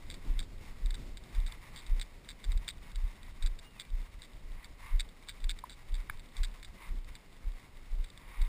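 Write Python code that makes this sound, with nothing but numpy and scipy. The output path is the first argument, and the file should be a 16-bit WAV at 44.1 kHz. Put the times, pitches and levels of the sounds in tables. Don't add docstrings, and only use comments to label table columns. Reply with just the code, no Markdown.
import sys
import numpy as np
from scipy import signal
from scipy.fft import rfft, irfft, next_fast_len
from scipy.io import wavfile
from scipy.ndimage import map_coordinates

SR = 44100
rng = np.random.default_rng(int(sys.argv[2]) if len(sys.argv) > 2 else 0)


def generate_wav(sig):
    pcm = np.round(np.clip(np.atleast_2d(sig).T, -1, 1) * 32767).astype(np.int16)
    wavfile.write(sys.argv[1], SR, pcm)


N = 373963
TIME = np.arange(N) / SR

# heel crest in seconds, heel level in dB, forefoot level in dB,
# sway pitch in Hz.
FOOTSTEPS = [(0.307, -23, -27, 28.7), (.859, -21.5, -31, 32.3), (1.388, -21.5, -30.5, 33.1),
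             (1.926, -19.5, -31, 28.97), (2.497, -22, -22.5, 34.4), (2.979, -26.5, -24.5, 33.04),
             (3.452, -20, -30, 26.2), (3.943, -24.5, -32.5, 30.6), (4.453, -35.5, -34, 26),
             (4.952, -18.5, -38, 28.62), (5.459, -23, -31.5, 26.85), (5.935, -24.5, -30.5, 29.7),
             (6.412, -22, -36.5, 28.7), (6.915, -27.5, -31, 28.02), (7.476, -27, -45, 33.1),
             (7.938, -26, -24.5, 27.7), (8.42, -19.5, -36, 28.73)]
# first slip in seconds, its level in dB before the mount's gain and scatter,
# length in seconds.
MOUNT_CREAKS = [(0.1014, -37.5, 0.032), (0.1417, -39.5, .01), (0.392, -32, .02), (0.4286, -46, 0.015),
                (.8598, -43, .014), (0.9066, -38, 0.0077), (0.9436, -37, 0.015), (1.1717, -40, 0.012),
                (1.2384, -50, .008), (1.35, -44, .012), (1.402, -47.5, 0.00824), (1.464, -40.5, .022),
                (1.5224, -40, 0.0054), (1.761, -40.5, 0.054), (1.8655, -43, .018), (1.997, -36.5, 0.0074),
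                (2.0137, -30.5, 0.019), (2.289, -36, 0.034), (2.4412, -39, 0.012), (2.5195, -38.5, .005),
                (2.5755, -43.5, .008), (2.68, -30.5, 0.033), (2.917, -48.5, 0.0042), (2.9578, -39.5, 0.012),
                (3.2309, -47.5, .005), (3.425, -37, 0.014), (3.462, -35.5, .013), (3.5898, -42, 0.0084),
                (3.7982, -32.5, 0.0251), (4.2198, -42.5, 0.038), (4.645, -41, 0.015), (4.9973, -29, 0.02),
                (5.09, -48, .005), (5.2867, -36, 0.0302), (5.4422, -37.5, .005), (5.494, -28, 0.025),
                (5.5889, -43, 0.0045), (5.696, -40, .045), (5.9428, -39.5, 0.025), (6.195, -47, .01),
                (6.3675, -39, 0.018), (6.4335, -31, 0.022), (6.629, -40, .005), (6.647, -40.5, 0.015),
                (7.0455, -52.5, 0.0078), (7.153, -42.5, 0.017), (8.0423, -42, .008), (8.102, -47.5, .008),
                (8.176, -44.5, .008), (8.417, -41, .008)]
# pitch in Hz, relative level in dB, 60 dB decay of one pass in seconds.
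MOUNT_MODES = [(1627, -16, 0.0061), (2210, -8.5, 0.0027), (3695, -1.5, 0.0017), (4640, -8, 0.0037),
               (3573, -14.5, 0.01), (5580, -8.5, 0.00074), (3790, -12.5, 0.008)]
# start in seconds, level in dB before the bass cut,
# pitch in Hz, 60 dB decay of one pass in seconds.
CASE_TAP_NOTES = [(5.6381, -32, 1007, .012), (6.0975, -33, 1223, 0.0044), (6.0975, -31, 1670, 0.0081),
                  (6.0975, -35, 2260, 0.0088)]
# time in seconds, level in dB before strides and patchiness.
RUSTLE_LEVEL = [(0, -62.5), (1.28, -61.5), (1.52, -56), (2.1, -62.5), (3, -60.5), (4.5, -64), (5.3, -62.5),
                (6.5, -61), (7.3, -63.5), (7.75, -60), (8.48, -64.5)]
# peak in seconds, level in dB, swell width in seconds.
TUFT_SWEEPS = [(.29, -62, .12), (1.37, -59, .015), (1.51, -55.5, 0.025), (1.75, -61.5, .11),
               (3.24, -60, .034), (3.42, -62, 0.037), (4.63, -58, 0.056), (4.891, -52.5, 0.056),
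               (6.85, -53.5, .046), (8.39, -54, 0.13)]
# frequency in Hz, relative density in dB per Hz.
RUSTLE_SPECTRUM = [(300, -24), (700, -13), (1000, -13), (1500, -11.5), (2200, -8), (2800, -11), (3700, -18),
                   (5500, -13)]
# frequency in Hz, relative density in dB per Hz.
SWEEP_SPECTRUM = [(300, -20), (700, -13), (1000, -5), (1500, -8.5), (2100, -2.5), (2800, -7.5),
                  (3700, -17.5), (5500, -16)]
# centre in Hz, width in Hz, level in dB against the direct sound.
CASE_RESONANCES = [(972, 223, 5.5), (1120, 122, 3.5), (1959.7, 220, 1), (2110, 240, 0.5), (3666, 214, 8)]
# time in seconds, pitch in Hz, level in dB before the waver.
BIRD_WHISTLE = [(3.62, 2774, -75), (3.67, 2860, -69), (3.739, 2780, -70), (3.801, 2390, -60),
                (3.86, 2347, -68), (3.909, 2330, -80)]
# time in seconds, level in dB before the wind's gain.
WIND_LEVEL = [(0, -56.5), (.25, -53), (.7, -57.5), (1.1, -53), (1.35, -58.5), (2.6, -59), (3.6, -61),
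              (6, -61), (8.48, -61.5)]
# frequency in Hz, relative density in dB per Hz.
WIND_SPECTRUM = [(20, 10.5), (35, 1.5), (60, -9), (100, -14), (150, -19), (250, -22.5), (450, -30.5),
                 (1200, -44)]
# frequency in Hz, relative density in dB per Hz.
HISS_SPECTRUM = [(100, -10), (500, 0.5), (1500, -6.5), (3000, -8.5), (5500, -14.5)]

ROLL_S = 0.065
STRIDE_S = 0.13
STRIDE_DB = 1.5
FIRST_GAP_S, LAST_GAP_S, HASTEN = 0.0085, 0.004, 0.6
CREAK_FADE_DB = -14
CAMERA_RATE = 12000
CUTOFF_HZ = 15250


def footfalls(rise_s=0.027, settle_s=0.025, crest_db=-17, thud_db=-27.5, thud_s=0.025, thud_hz=85):
    out = np.zeros(N)
    soil_band = [thud_hz / 1.56, thud_hz * 1.09]
    soil_filter = signal.butter(2, soil_band, "band", fs=SR, output="sos")
    soil = rms_one(signal.sosfilt(soil_filter, rng.standard_normal(N)))
    for s, db, hz in landings():
        near = np.abs(TIME - s) < 0.25
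        t = TIME[near] - s
        rise = np.exp(-(t / rise_s) ** 2)
        settle = 1 / np.cosh(2 * t / settle_s) ** 0.5
        swell = np.where(t < 0, rise, settle)
        phase = 2 * np.pi * hz * t
        crest = from_db(crest_db) * swell ** 2 * np.cos(2 * phase)
        sway = swell * np.cos(phase) + crest
        thud = from_db(thud_db) * np.exp(-(t / thud_s) ** 2) * soil[near]
        out[near] += from_db(db) * (sway + thud)
    return out


def crunch(gain_db=-42, press_s=0.052):
    weight = sum(from_db(db) * np.exp(-((TIME - s) / press_s) ** 2) for s, db, hz in landings())
    return from_db(gain_db) * weight * blades(RUSTLE_SPECTRUM, per_s=730, grain_db=4.5)


def landings():
    rows = []
    for s, heel_db, forefoot_db, hz in FOOTSTEPS:
        rows += [(s, heel_db, hz), (s + ROLL_S, forefoot_db, hz)]
    return rows


def strides():
    return sum(np.exp(-((TIME - step[0]) / STRIDE_S) ** 2) for step in FOOTSTEPS)


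def grass(sweep_db=0.0, patchy_db=3.0, stop=0.75):
    movement_db = STRIDE_DB * strides() + patchy_db * flutter(35)
    rustle = blades(RUSTLE_SPECTRUM, per_s=2500, grain_db=-0.5) * level(RUSTLE_LEVEL) * from_db(movement_db)
    swing = np.zeros(N)
    for s, db, swell in TUFT_SWEEPS:
        width = np.where(TIME < s, swell, stop * swell)
        swing += from_db(db) * np.exp(-0.5 * ((TIME - s) / width) ** 2)
    swish = blades(SWEEP_SPECTRUM, per_s=9000, grain_db=4.0) * swing * from_db(sweep_db)
    return rustle + swish


def blades(spectrum, per_s, grain_db):
    touches = rng.random(N) < per_s / SR
    sizes_db = grain_db * np.minimum(rng.exponential(1, N), 4)
    sizes = from_db(sizes_db) * rng.choice([-1, 1], N)
    scrape = coloured(touches * sizes, spectrum)
    hollow = sum(from_db(db) * resonance(scrape, hz, width) for hz, width, db in CASE_RESONANCES)
    return rms_one(scrape + hollow)


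def mount_creaks(gain_db=-4.5, stutter_s=0.0012, low_hz=1000):
    times, db = slips()
    out = np.zeros(N)
    for k, (hz, mode_db, t60) in enumerate(MOUNT_MODES):
        clicks = np.zeros(N)
        for part in (-0.5, 0, 0.5):
            cycles = np.round(part * stutter_s * hz) + rng.normal(0, 0.16, times.shape)
            at = np.round((times + cycles / hz) * SR).astype(int)
            click_db = db + mode_db + rng.normal(0, 2.25, times.shape)
            clicks += np.bincount(at, from_db(click_db), N)[:N]
        out += (-1) ** k * swelling_ring(clicks, hz, t60)
    return from_db(gain_db) * signal.sosfilt(signal.butter(2, low_hz, "high", fs=SR, output="sos"), out)


def slips(scatter_db=2.5, jitter=0.18, catch_s=0.0037, catch_db=-19,
          chatter_s=0.0052, chatter_db=-14.0, chatter_scatter_db=4.0, count=14):
    s, db, length = np.transpose(MOUNT_CREAKS)[:, :, None]
    gaps = LAST_GAP_S + (FIRST_GAP_S - LAST_GAP_S) * HASTEN ** np.arange(count)
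    uneven_gaps = gaps * (1 + jitter * rng.standard_normal((len(s), count)))
    age = np.cumsum(uneven_gaps, axis=1)
    fading_db = db + CREAK_FADE_DB * age / length + rng.normal(0, scatter_db, age.shape)
    times = np.hstack([s - catch_s, s, s + age])
    levels = np.hstack([db + catch_db, db, fading_db])
    sounding = times < s + length
    chatter = times + chatter_s * rng.uniform(0.25, 1, (3, *times.shape))
    chatter_levels = levels + chatter_db + chatter_scatter_db * rng.standard_normal(chatter.shape)
    all_times = np.append(times[sounding], chatter[:, sounding])
    all_levels = np.append(levels[sounding], chatter_levels[:, sounding])
    return all_times, all_levels


def stray_ticks(per_s=7, loaded_per_s=22, level_db=-55, scatter_db=3.0):
    ticking = rng.random(N) < (per_s + loaded_per_s * strides()) / SR
    clicks = ticking * from_db(level_db + scatter_db * rng.standard_normal(N))
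    return sum(from_db(db) * swelling_ring(clicks, hz, t60) for hz, db, t60 in MOUNT_MODES)


def case_taps(crack_db=-12, low_hz=600):
    out = np.zeros(N)
    for k, (s, db, hz, t60) in enumerate(CASE_TAP_NOTES):
        click = np.zeros(N)
        click[round(s * SR)] = from_db(db)
        crack = sum(from_db(mode_db) * swelling_ring(click, mode_hz, mode_t60)
                    for mode_hz, mode_db, mode_t60 in MOUNT_MODES)
        hardness = (hz / CASE_TAP_NOTES[-1][2]) ** 2
        out += (-1) ** k * swelling_ring(click, hz, t60) + from_db(crack_db) * hardness * crack
    return signal.sosfilt(signal.butter(2, low_hz, "high", fs=SR, output="sos"), out)


def bird(waver_db=3):
    s, hz, db = np.transpose(BIRD_WHISTLE)
    gain = np.interp(TIME, s, from_db(db), left=0, right=0) * from_db(waver_db * flutter(40))
    phase = 2 * np.pi * np.cumsum(np.interp(TIME, s, hz)) / SR
    return gain * np.sin(phase)


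def wind(gain_db=12, lumpy_db=3.5, split_hz=130, large_db=-1, small_lumpy_db=2.0):
    air = coloured(rng.standard_normal(N), WIND_SPECTRUM)
    low = signal.sosfiltfilt(signal.butter(2, split_hz, fs=SR, output="sos"), air)
    large_eddies = low * from_db(large_db + lumpy_db * flutter(14))
    small_eddies = (air - low) * from_db(small_lumpy_db * flutter(24))
    return (large_eddies + small_eddies) * level(WIND_LEVEL) * from_db(gain_db)


def hiss(level_db=-65):
    return from_db(level_db) * coloured(rng.standard_normal(N), HISS_SPECTRUM)


def swelling_ring(clicks, hz, t60):
    decay_samples = t60 * SR / np.log(1000)
    return ring(ring(clicks, hz, t60), hz, t60) * 2 * np.e / decay_samples


def ring(clicks, hz, t60):
    r = from_db(-60 / (t60 * SR))
    w = 2 * np.pi * hz / SR
    return signal.lfilter([0, np.sin(w)], [1, -2 * r * np.cos(w), r * r], clicks + 1e-18)


def resonance(x, hz, width):
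    r = np.exp(-np.pi * width / SR)
    w = 2 * np.pi * hz / SR
    zeros = np.array([1, 0, -1]) * (1 - r * r) / 2
    return signal.lfilter(zeros, [1, -2 * r * np.cos(w), r * r], x + 1e-18)


def coloured(x, spectrum):
    hz, db = np.transpose(spectrum)
    size = next_fast_len(N)
    bins = np.fft.rfftfreq(size, 1 / SR) + 1
    gain = from_db(np.interp(np.log(bins), np.log(hz), db))
    gain = gain / (1 + (20 / bins) ** 4)
    return rms_one(irfft(rfft(x, size) * gain, size)[:N])


def flutter(per_s):
    knots = rng.standard_normal(4000)
    return rms_one(map_coordinates(knots, [TIME * per_s], order=1, mode="wrap"))


def level(curve):
    return from_db(np.interp(TIME, *np.transpose(curve)))


def rms_one(x):
    return x / np.sqrt(np.mean(x ** 2) + 1e-20)


def from_db(db):
    return 10 ** (np.asarray(db) / 20)


def scene():
    steps = footfalls() + crunch()
    camera = mount_creaks() + stray_ticks() + case_taps()
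    background = bird() + wind() + hiss()
    return (steps + grass() + camera + background)[None]


def record(dry):
    band = signal.sosfilt(signal.butter(10, 5750, fs=SR, output="sos"), dry)
    samples = signal.resample_poly(band, CAMERA_RATE, SR, axis=-1)
    steps = np.repeat(samples, 4, axis=-1)
    held = signal.resample_poly(steps, SR, 4 * CAMERA_RATE, axis=-1)[:, :N]
    return signal.sosfilt(signal.ellip(10, 0.3, 80, CUTOFF_HZ, fs=SR, output="sos"), held)


dry = scene()
out = record(dry)
generate_wav(out)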